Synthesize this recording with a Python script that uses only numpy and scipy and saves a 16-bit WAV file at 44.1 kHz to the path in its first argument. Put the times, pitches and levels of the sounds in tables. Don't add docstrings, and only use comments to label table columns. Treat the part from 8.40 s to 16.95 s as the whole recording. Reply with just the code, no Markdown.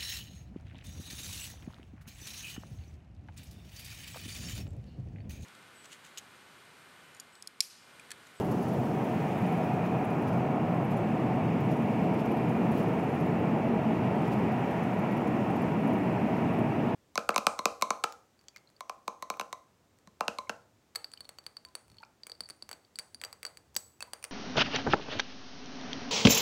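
import sys
import numpy as np
from scipy import signal
from scipy.fft import rfft, irfft
from scipy.io import wavfile
from scipy.ndimage import uniform_filter1d, minimum_filter1d

SR = 44100
rng = np.random.default_rng(int(sys.argv[2]) if len(sys.argv) > 2 else 0)


def materialize(psi):
    bounded = np.clip(np.atleast_2d(psi).T, -1, 1)
    quanta = np.round(bounded * 32767).astype(np.int16)
    wavfile.write(sys.argv[1], SR, quanta)


def magnitude_from_level(level_db):
    exponent = np.asarray(level_db, float) / 20
    return 10 ** exponent


N = 377055
TIME = np.arange(N) / SR
HZ = np.fft.rfftfreq(N, 1 / SR)

# (dB per dB of road shake, dB gained when lifted, dB gained on coarse asphalt)
THUD, BOOM, UPPER, DRONE = (0.68, .3, 1.3), (0.84, 0.42, -1.5), (1.0, .3, 0.64), (0.52, -1.2, 1)
GLASS, ROAR, SIZZLE = (0.32, 3.7, 0.3), (0.041, 3.3, 0.23), (.05, 8.6, 0.47)
HIGH_HUM, LOW_HUM = (.3, 3.3, -1.0), (0.52, 2, 0.52)
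RUSH, HISS, TOP = (.05, 2.7, 0.95), (.05, .1, .3), (.05, .1, .1)


def level(x, db):
    return x * magnitude_from_level(db) / np.sqrt(np.mean(x ** 2))


def curves(table):
    s, *columns = np.transpose(table)
    return [np.interp(TIME, s, column) for column in columns]


def step(at_s, fade_s):
    return np.clip((TIME - at_s) / fade_s + .5, 0, 1)


def swell(at_s, length_s):
    return np.exp(-((TIME - at_s) / length_s) ** 2)


def walk(rate):
    hold = int(SR / rate)
    levels = np.repeat(rng.standard_normal(N // hold + 1), hold)
    smooth = uniform_filter1d(uniform_filter1d(levels, hold), hold)
    return 1.25 * smooth[:N]


def follow(layer):
    # (time [s], shake [dB])
    road = [(0, -32.5), (.5, -34.5), (1.2, -35), (2.0, -31.5), (2.5, -33), (3.4, -31.5), (4.4, -31),
            (5.5, -31.5), (6.0, -32), (6.5, -34.5), (7.0, -32.5), (7.6, -32), (8.55, -31)]
    # (time [s], share in view of the glass [0-1])
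    lift = [
        (0, 0),
        (.42, 0.07),
        (.6, 0.56),
        (1.1, 0.9),
        (1.7, 0.81),
        (3.7, 0.88),
        (5.3, 0.86),
        (6.2, 1.09),
        (8.55, 0.92),
    ]
    per_shake, lifted, coarse = layer
    shake = curves(road)[0]
    height = curves(lift)[0]
    coarser = step(3.53, fade_s=0.22)
    return per_shake * (shake - shake.mean()) + lifted * (height - 1) + coarse * coarser


def colour(points):
    hz, db = np.transpose(points)
    return np.interp(np.log(HZ + 1), np.log(hz), db)


def resonance(hz, width):
    return 1 / (1 + (2 * (HZ - hz) / width) ** 2)


def cabin():
    # (frequency [Hz], level [dB])
    broad = [(15, -72), (27, -35), (64, -23.5), (117, -5.5), (224, 1), (267, -3), (450, -9), (524, -11.5),
             (637, -8.5), (741, -10), (1520, -25), (2500, -28.5), (3540, -42.5), (4500, -51.5), (5850, -81),
             (9900, -120)]
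    # (frequency [Hz], width [Hz], level over the colour [dB])
    modes = [(96, 7, 3.5), (124.5, 15.5, 5.5), (170.8, 31, 3.5), (199, 13, -3), (219.5, 12, 1.5),
             (267, 3.8, -5), (455, 81, 2), (525, 32, -3.5), (579, 24, 3.5), (595, 29, -6), (650, 32, 0.5),
             (719, 48, -3), (727, 26, 4), (787, 34, 2.5), (780, 18, 0), (850, 15, -2.5), (863, 30, 3),
             (950, 18, 5.5), (1166, 43, -3.5), (1220, 18, 1.5), (1320, 110, 0.1), (1553, 140, -2.5),
             (2100, 91, -3), (2220, 160, 2.5), (2760, 330, 3)]
    return colour(broad) + sum(db * resonance(hz, width) for hz, width, db in modes)


def noise(db, lo_hz, hi_hz, patchy_db, rate):
    def edge(hz):
        return np.clip(np.log2((HZ + 1) / hz) * 3 + .5, 0, 1)

    out = np.zeros(N)
    count = max(int(3 * np.log2(hi_hz / lo_hz)), 1)
    borders = np.geomspace(lo_hz, hi_hz, num=count + 1)
    for low, high in zip(borders, borders[1:]):
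        strip = magnitude_from_level(db) * np.sqrt(np.maximum(edge(low) - edge(high), 0))
        wander = magnitude_from_level(patchy_db * walk(rate))
        out += wander * irfft(strip * rfft(rng.standard_normal(N)), N)
    return out


def played(db, zones, patchy_db, rate):
    return sum(magnitude_from_level(line - np.mean(line)) * noise(db, lo, hi, patchy_db, rate) for lo, hi, line in zones)


def body():
    zones = [(15, 100, follow(THUD)), (100, 190, follow(BOOM)), (190, 300, follow(UPPER))]
    return level(played(cabin(), zones, patchy_db=0.4, rate=3.6), -29.5)


def tyres():
    zones = [(300, 600, follow(DRONE)), (600, 1150, follow(GLASS)),
             (1150, 2050, follow(ROAR)), (2050, 3000, follow(SIZZLE))]
    return level(played(cabin(), zones, patchy_db=0.66, rate=1.457), -32.5)


def hums():
    near = swell(2.2, length_s=3.2)
    out = 0
    for layer, near_db, hz, width in [(HIGH_HUM, 8, 730.0, 29), (LOW_HUM, 5.5, 648, 18)]:
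        ring = irfft(rfft(rng.standard_normal(N)) * resonance(hz, width), N)
        out = out + level(ring, -51.5) * magnitude_from_level(follow(layer) + near_db * near + 0.33 * walk(1.8))
    return out


def ridges():
    # (frequency [Hz], width [Hz], time [s], length [s], level [dB])
    swelling_bands = [(2426, 200, 1.37, 0.9, -55), (2290, 100, 3, 0.62, -68), (2410, 140, 4, .6, -56),
                      (1790, 170, 3.4, 1.3, -68), (1900, 140, 6.2, 2.2, -56.5), (638, 26, 5.44, 0.41, -46),
                      (644, 25, 7.83, 0.64, -45), (727, 15, 2.56, 0.53, -41), (2010, 300, .8, .3, -55),
                      (920, 56, 2.96, 0.22, -49), (179, 20, 1.36, 0.64, -37.5), (260, 50, 7.73, 0.53, -44),
                      (404, 130, 2.75, 0.78, -47), (1060, 120, 2.4, .9, -52), (1080, 200, 3.05, 0.13, -48),
                      (425, 60, 1.7, 1.04, -50), (274, 62, 7.56, 0.22, -36), (205, 32, 7.07, .15, -40),
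                      (725, 12, 1.2, 0.52, -48), (787, 11, .95, 0.35, -47.5), (790, 16, 2.4, 0.38, -46.5),
                      (638, 25, 1.57, .15, -43), (760, 30, 2.9, 0.28, -46), (2280, 120, 1.02, .2, -57),
                      (2280, 120, 2, 0.21, -59), (580, 20, 6.6, 2.5, -51.5), (1320, 170, 5.9, 1.8, -59),
                      (2480, 90, 1.4, .4, -59), (202, 36, 1.81, 0.14, -40), (3400, 550, 3, .6, -71)]
    steady = .6
    out = 0
    for hz, width, s, length, db in swelling_bands:
        ring = irfft(rfft(rng.standard_normal(N)) * resonance(hz, width), N)
        flutter = np.sqrt(uniform_filter1d(ring ** 2, size=int(4 * SR / hz))) + 1e-9
        out = out + level(ring / flutter ** steady, db) * swell(s, length)
    return out


def air():
    # (frequency [Hz], level [dB])
    seal_colour = [(2350, -30), (4000, 3.5), (4620, -1.5), (6360, -4.5), (9220, -8.5), (15100, -9.5),
                   (15700, -10)]
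    # (time [s], hiss gain [dB])
    jolts = [(.004, 4.5), (1.46, 2), (1.885, 3), (1.935, 1), (2.52, 3.5), (2.575, 1.5), (3.32, 3), (3.8, 3),
             (4.33, 2), (4.36, 3), (4.395, 5.5), (4.43, 1.5), (5.86, 2.5), (5.93, 5)]
    # (time [s], level [dB])
    draughts = [(0.0, -65.5), (0.12, -64), (0.62, -65.5), (1.07, -65), (1.43, -68), (1.88, -68.5),
                (2.19, -70), (3.95, -68), (4.14, -69), (4.57, -68), (4.98, -69.5), (6.12, -68),
                (8.19, -68.5), (8.55, -69.5)]
    jolt = sum(db * swell(s, length_s=0.017) for s, db in jolts)
    jolt = jolt * (1 + .2 * walk(200)) + walk(17) / 4
    vent = 3 * (1 - step(1.4, fade_s=0.42))
    draught = curves(draughts)[0]
    hiss = 0.79 * draught + jolt + follow(HISS)
    top = draught + 1.3 * jolt + follow(TOP)
    rush = vent + 0.87 * jolt + follow(RUSH)
    seals = played(colour(seal_colour), [(4400, 9000, hiss), (9000, 17000, top)], patchy_db=.6, rate=6)
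    glass = played(cabin(), [(3000, 4400, rush)], patchy_db=.4, rate=5)
    return level(seals, -63.0) + level(glass, -60.5)


def shakes():
    # (time [s], ring level [dB],
    # loudest ring [Hz], high ring over it [dB], low ring over it [dB])
    bunch_shakes = [(0.045, -61.9, 11400.0, -6.8, -2.4), (0.112, -56, 11500, -8.4, -1),
                    (0.224, -57.8, 11100.0, -6.7, -2.3), (0.282, -60.6, 10400, -4.1, -1.7),
                    (0.331, -59.4, 11600.0, -6.6, -10.6), (0.395, -66.0, 12600.0, -2.1, -1.3),
                    (0.45, -64.9, 11700.0, -6.0, -5.5), (0.64, -60.9, 11700.0, -8.5, -7.4),
                    (0.74, -67.0, 12100.0, -2.6, -0.6), (0.822, -67.5, 12000.0, -0.1, 0.2),
                    (0.878, -67.3, 9900.0, -1.1, 6), (0.905, -69.3, 9900.0, 2.3, 1.5),
                    (0.977, -62.8, 12300.0, -8.6, -2.5), (1.017, -62.7, 11400.0, -8.0, -6.8),
                    (1.061, -63.6, 10500.0, -4.6, -6.9), (1.12, -63.3, 11100.0, -5.3, -2.5),
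                    (1.171, -65.6, 11600.0, -3.4, 0.7), (1.234, -64.2, 10900.0, -0.9, 0.3),
                    (1.331, -66.3, 11500.0, -11.3, -1.7), (1.455, -72.0, 12400.0, 3.8, 7.8),
                    (1.512, -70.8, 11500.0, -7.1, -0.1), (1.643, -61.3, 10100.0, -3.2, -5.9),
                    (1.7, -63.4, 10100.0, -1.4, -2.3), (1.816, -62.9, 11200.0, -2.4, -10.3),
                    (1.877, -63, 10300, -3.9, -0.3), (1.926, -65, 10700.0, -6.1, 1.0),
                    (1.975, -68.5, 11900.0, -5.4, -5.1), (2.107, -71.2, 12700.0, -4.4, -0.6),
                    (2.157, -72.8, 10100.0, -10.5, -1.3), (2.207, -73.2, 9900.0, -5.0, 0.1),
                    (2.443, -63, 11100.0, -12.3, -8.2), (2.507, -62, 11600.0, -4.1, -4),
                    (2.566, -62.0, 9800.0, -3.8, 0.9), (2.948, -73.9, 10800.0, -2.2, 1.2),
                    (3.202, -64, 12200.0, -1.4, -0.3), (3.249, -66.2, 10600.0, -12.2, -6.7),
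                    (3.311, -61, 11300.0, -9.1, -1), (3.364, -63.9, 10700.0, -4.9, -2.7),
                    (3.417, -68.4, 11400.0, -3.2, -0.1),
                    (3.735, -64.5, 10600.0, -5.1, -0.3), (3.794, -67, 11300.0, -3.1, 0.5),
              (3.853, -61.6, 11400.0, -3.8, 2), (3.913, -60.0, 11300.0, -8.0, -5.6),
              (3.967, -63.8, 11600.0, -8.2, -1.0), (4.087, -63, 11100.0, -6.5, -1.5),
              (4.248, -72.6, 9700.0, -0.0, 6.6), (4.313, -60.8, 10900.0, -3.6, -2.6),
              (4.373, -59.6, 11700.0, -0.5, -3), (4.425, -62.2, 11100.0, -4.1, -3.3),
              (4.48, -66.0, 11200.0, -5.1, -1.2), (4.529, -68.0, 11400.0, -6.1, -1.6),
              (4.589, -63.9, 11200.0, -11.5, -3.5), (4.636, -67.3, 11300.0, -3.8, -0.2),
              (4.69, -64.7, 11100.0, -7.2, -1.9), (4.746, -63, 11100.0, -6.4, -5.5),
              (4.8, -61.4, 11300.0, -12.6, -3.6), (4.858, -64.9, 11300.0, 0.3, -2.4),
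              (4.99, -69.0, 11700.0, -13.1, -4.3), (5.169, -70.8, 9900.0, -9.2, -1.4),
              (5.413, -71.1, 9900.0, -8.1, -1.9),
                    (5.642, -72.2, 9700.0, -3.1, 0.9), (5.753, -67.2, 11300.0, -5.6, -2.0),
            (5.811, -66, 11200.0, -9.4, 0.8), (5.869, -62.9, 11100.0, -3.8, 2.9),
            (5.927, -65, 10700.0, -2.9, 2.4), (5.986, -67.8, 11700.0, -6.0, 1.3),
            (6.115, -63.9, 11700.0, -6.1, 0.4), (6.306, -64.2, 11800.0, -11.4, -4.1),
            (6.429, -63, 11800.0, -8.6, 2), (6.535, -64.8, 11700.0, -11.5, -7.7),
            (6.587, -62.6, 11900.0, -12.3, -9.9), (6.711, -63, 11800.0, -10.5, -5.5),
            (6.768, -62.4, 11300.0, -6.1, -1.0), (6.812, -67, 11700.0, -4.3, 0.4),
            (6.869, -64.1, 10400.0, -3.1, 2.7), (7.099, -64, 9700.0, -8.6, -2.2),
            (7.158, -61.3, 11800.0, -10.8, -0.6), (7.216, -61.8, 11600.0, -7.7, 0.1),
            (7.472, -61.8, 11200.0, -9.7, -3.0), (7.529, -62.2, 11800.0, -5.8, -2.6),
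            (7.58, -64, 11700.0, -18.5, -7.4), (7.722, -69.7, 11900.0, -4.5, 1.1),
            (7.964, -71.3, 9800.0, -3.0, 5.5), (8.13, -65.2, 11800.0, -16.5, -4.7),
            (8.186, -62.6, 11700.0, -8.6, -4.0), (8.429, -72.7, 12000.0, -3.8, -0.3),
                    (0.0, -63, 12000, -10, -8),
        (4.346, -64, 11400, -3, -2),
    ]
    rows = bunch_shakes
    draws = rng.random((len(rows), 3, 24, 3))
    return [(s, db + 9.5, hz, high_db - 1, low_db - 2, draw)
            for (s, db, hz, high_db, low_db), draw in zip(rows, draws)]


def struck(hz, t, t60, rise_s):
    return np.sin(2 * np.pi * hz * t) * np.exp(-np.log(1000) * t / t60) * (1 - np.exp(-t / rise_s))


def jingles():
    out = np.zeros(N + SR)
    t = np.arange(SR // 12) / SR
    for s, db, hz, high_db, low_db, draws in shakes():
        i = max(int((s - .001) * SR), 0)
        # (middle Hz, spread Hz, level dB, ring time s)
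        clusters = [(.5 * (hz + 10900), 2800, db - 2.0, .028),
                    (15000, 1500, db + high_db, .035),
                    (5900, 3000, db + low_db, .03)]
        for (mid_hz, spread_hz, ring_db, t60), draw in zip(clusters, draws):
            pitch = mid_hz + spread_hz * (draw[:, :1] - .5)
            since = np.maximum(t - 0.012 * draw[:, 1:2], 0)
            ring = struck(pitch, since, t60, rise_s=0.0005)
            out[i:i + len(t)] += magnitude_from_level(ring_db - 11.5) * ((.3 + draw[:, 2:]) * ring).sum(axis=0)
        out[i:i + len(t)] += magnitude_from_level(db - 4.0) * struck(hz, t, t60=0.064, rise_s=.003)
    return out[:N]


def scene():
    return (body() + tyres() + hums() + ridges() + air() + jingles())[None]


def thin_treble(x):
    # (frequency [Hz], level against surroundings [dB])
    limits = [(3600, -4.6), (5000, -3.6), (6500, -2.5), (9000, -1.5), (15500, -1.3)]

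    def blur(p, bins, frames):
        return uniform_filter1d(uniform_filter1d(p, size=bins, axis=-2), size=frames, axis=-1)

    hz, _, z = signal.stft(x, SR, nperseg=1024)
    power_db = 20 * np.log10(np.abs(z) + 1e-10)
    dip_db = blur(power_db, 4, 4) - blur(power_db, 25, 5)
    treble_db = uniform_filter1d(power_db[:, hz > 9000].mean(axis=-2), size=25)
    sink_db = .25 * (treble_db.mean() - treble_db)[:, None]
    shut = dip_db < np.interp(hz, *np.transpose(limits), left=-99)[:, None] + sink_db
    wide = -minimum_filter1d(-1. * shut, size=2, axis=-2)
    return signal.istft(z * magnitude_from_level(-26 * wide), SR, nperseg=1024)[1][:, :N]


def roll_off(x):
    return signal.sosfilt(signal.butter(12, 15800, fs=SR, output="sos"), x)


def record(dry):
    rounded = np.tanh(2.472 * dry) / 2.53
    fade = 1 - step(N / SR - .0015, fade_s=.003)
    return roll_off(thin_treble(rounded) * fade)


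dry = scene()
out = record(dry)
materialize(out)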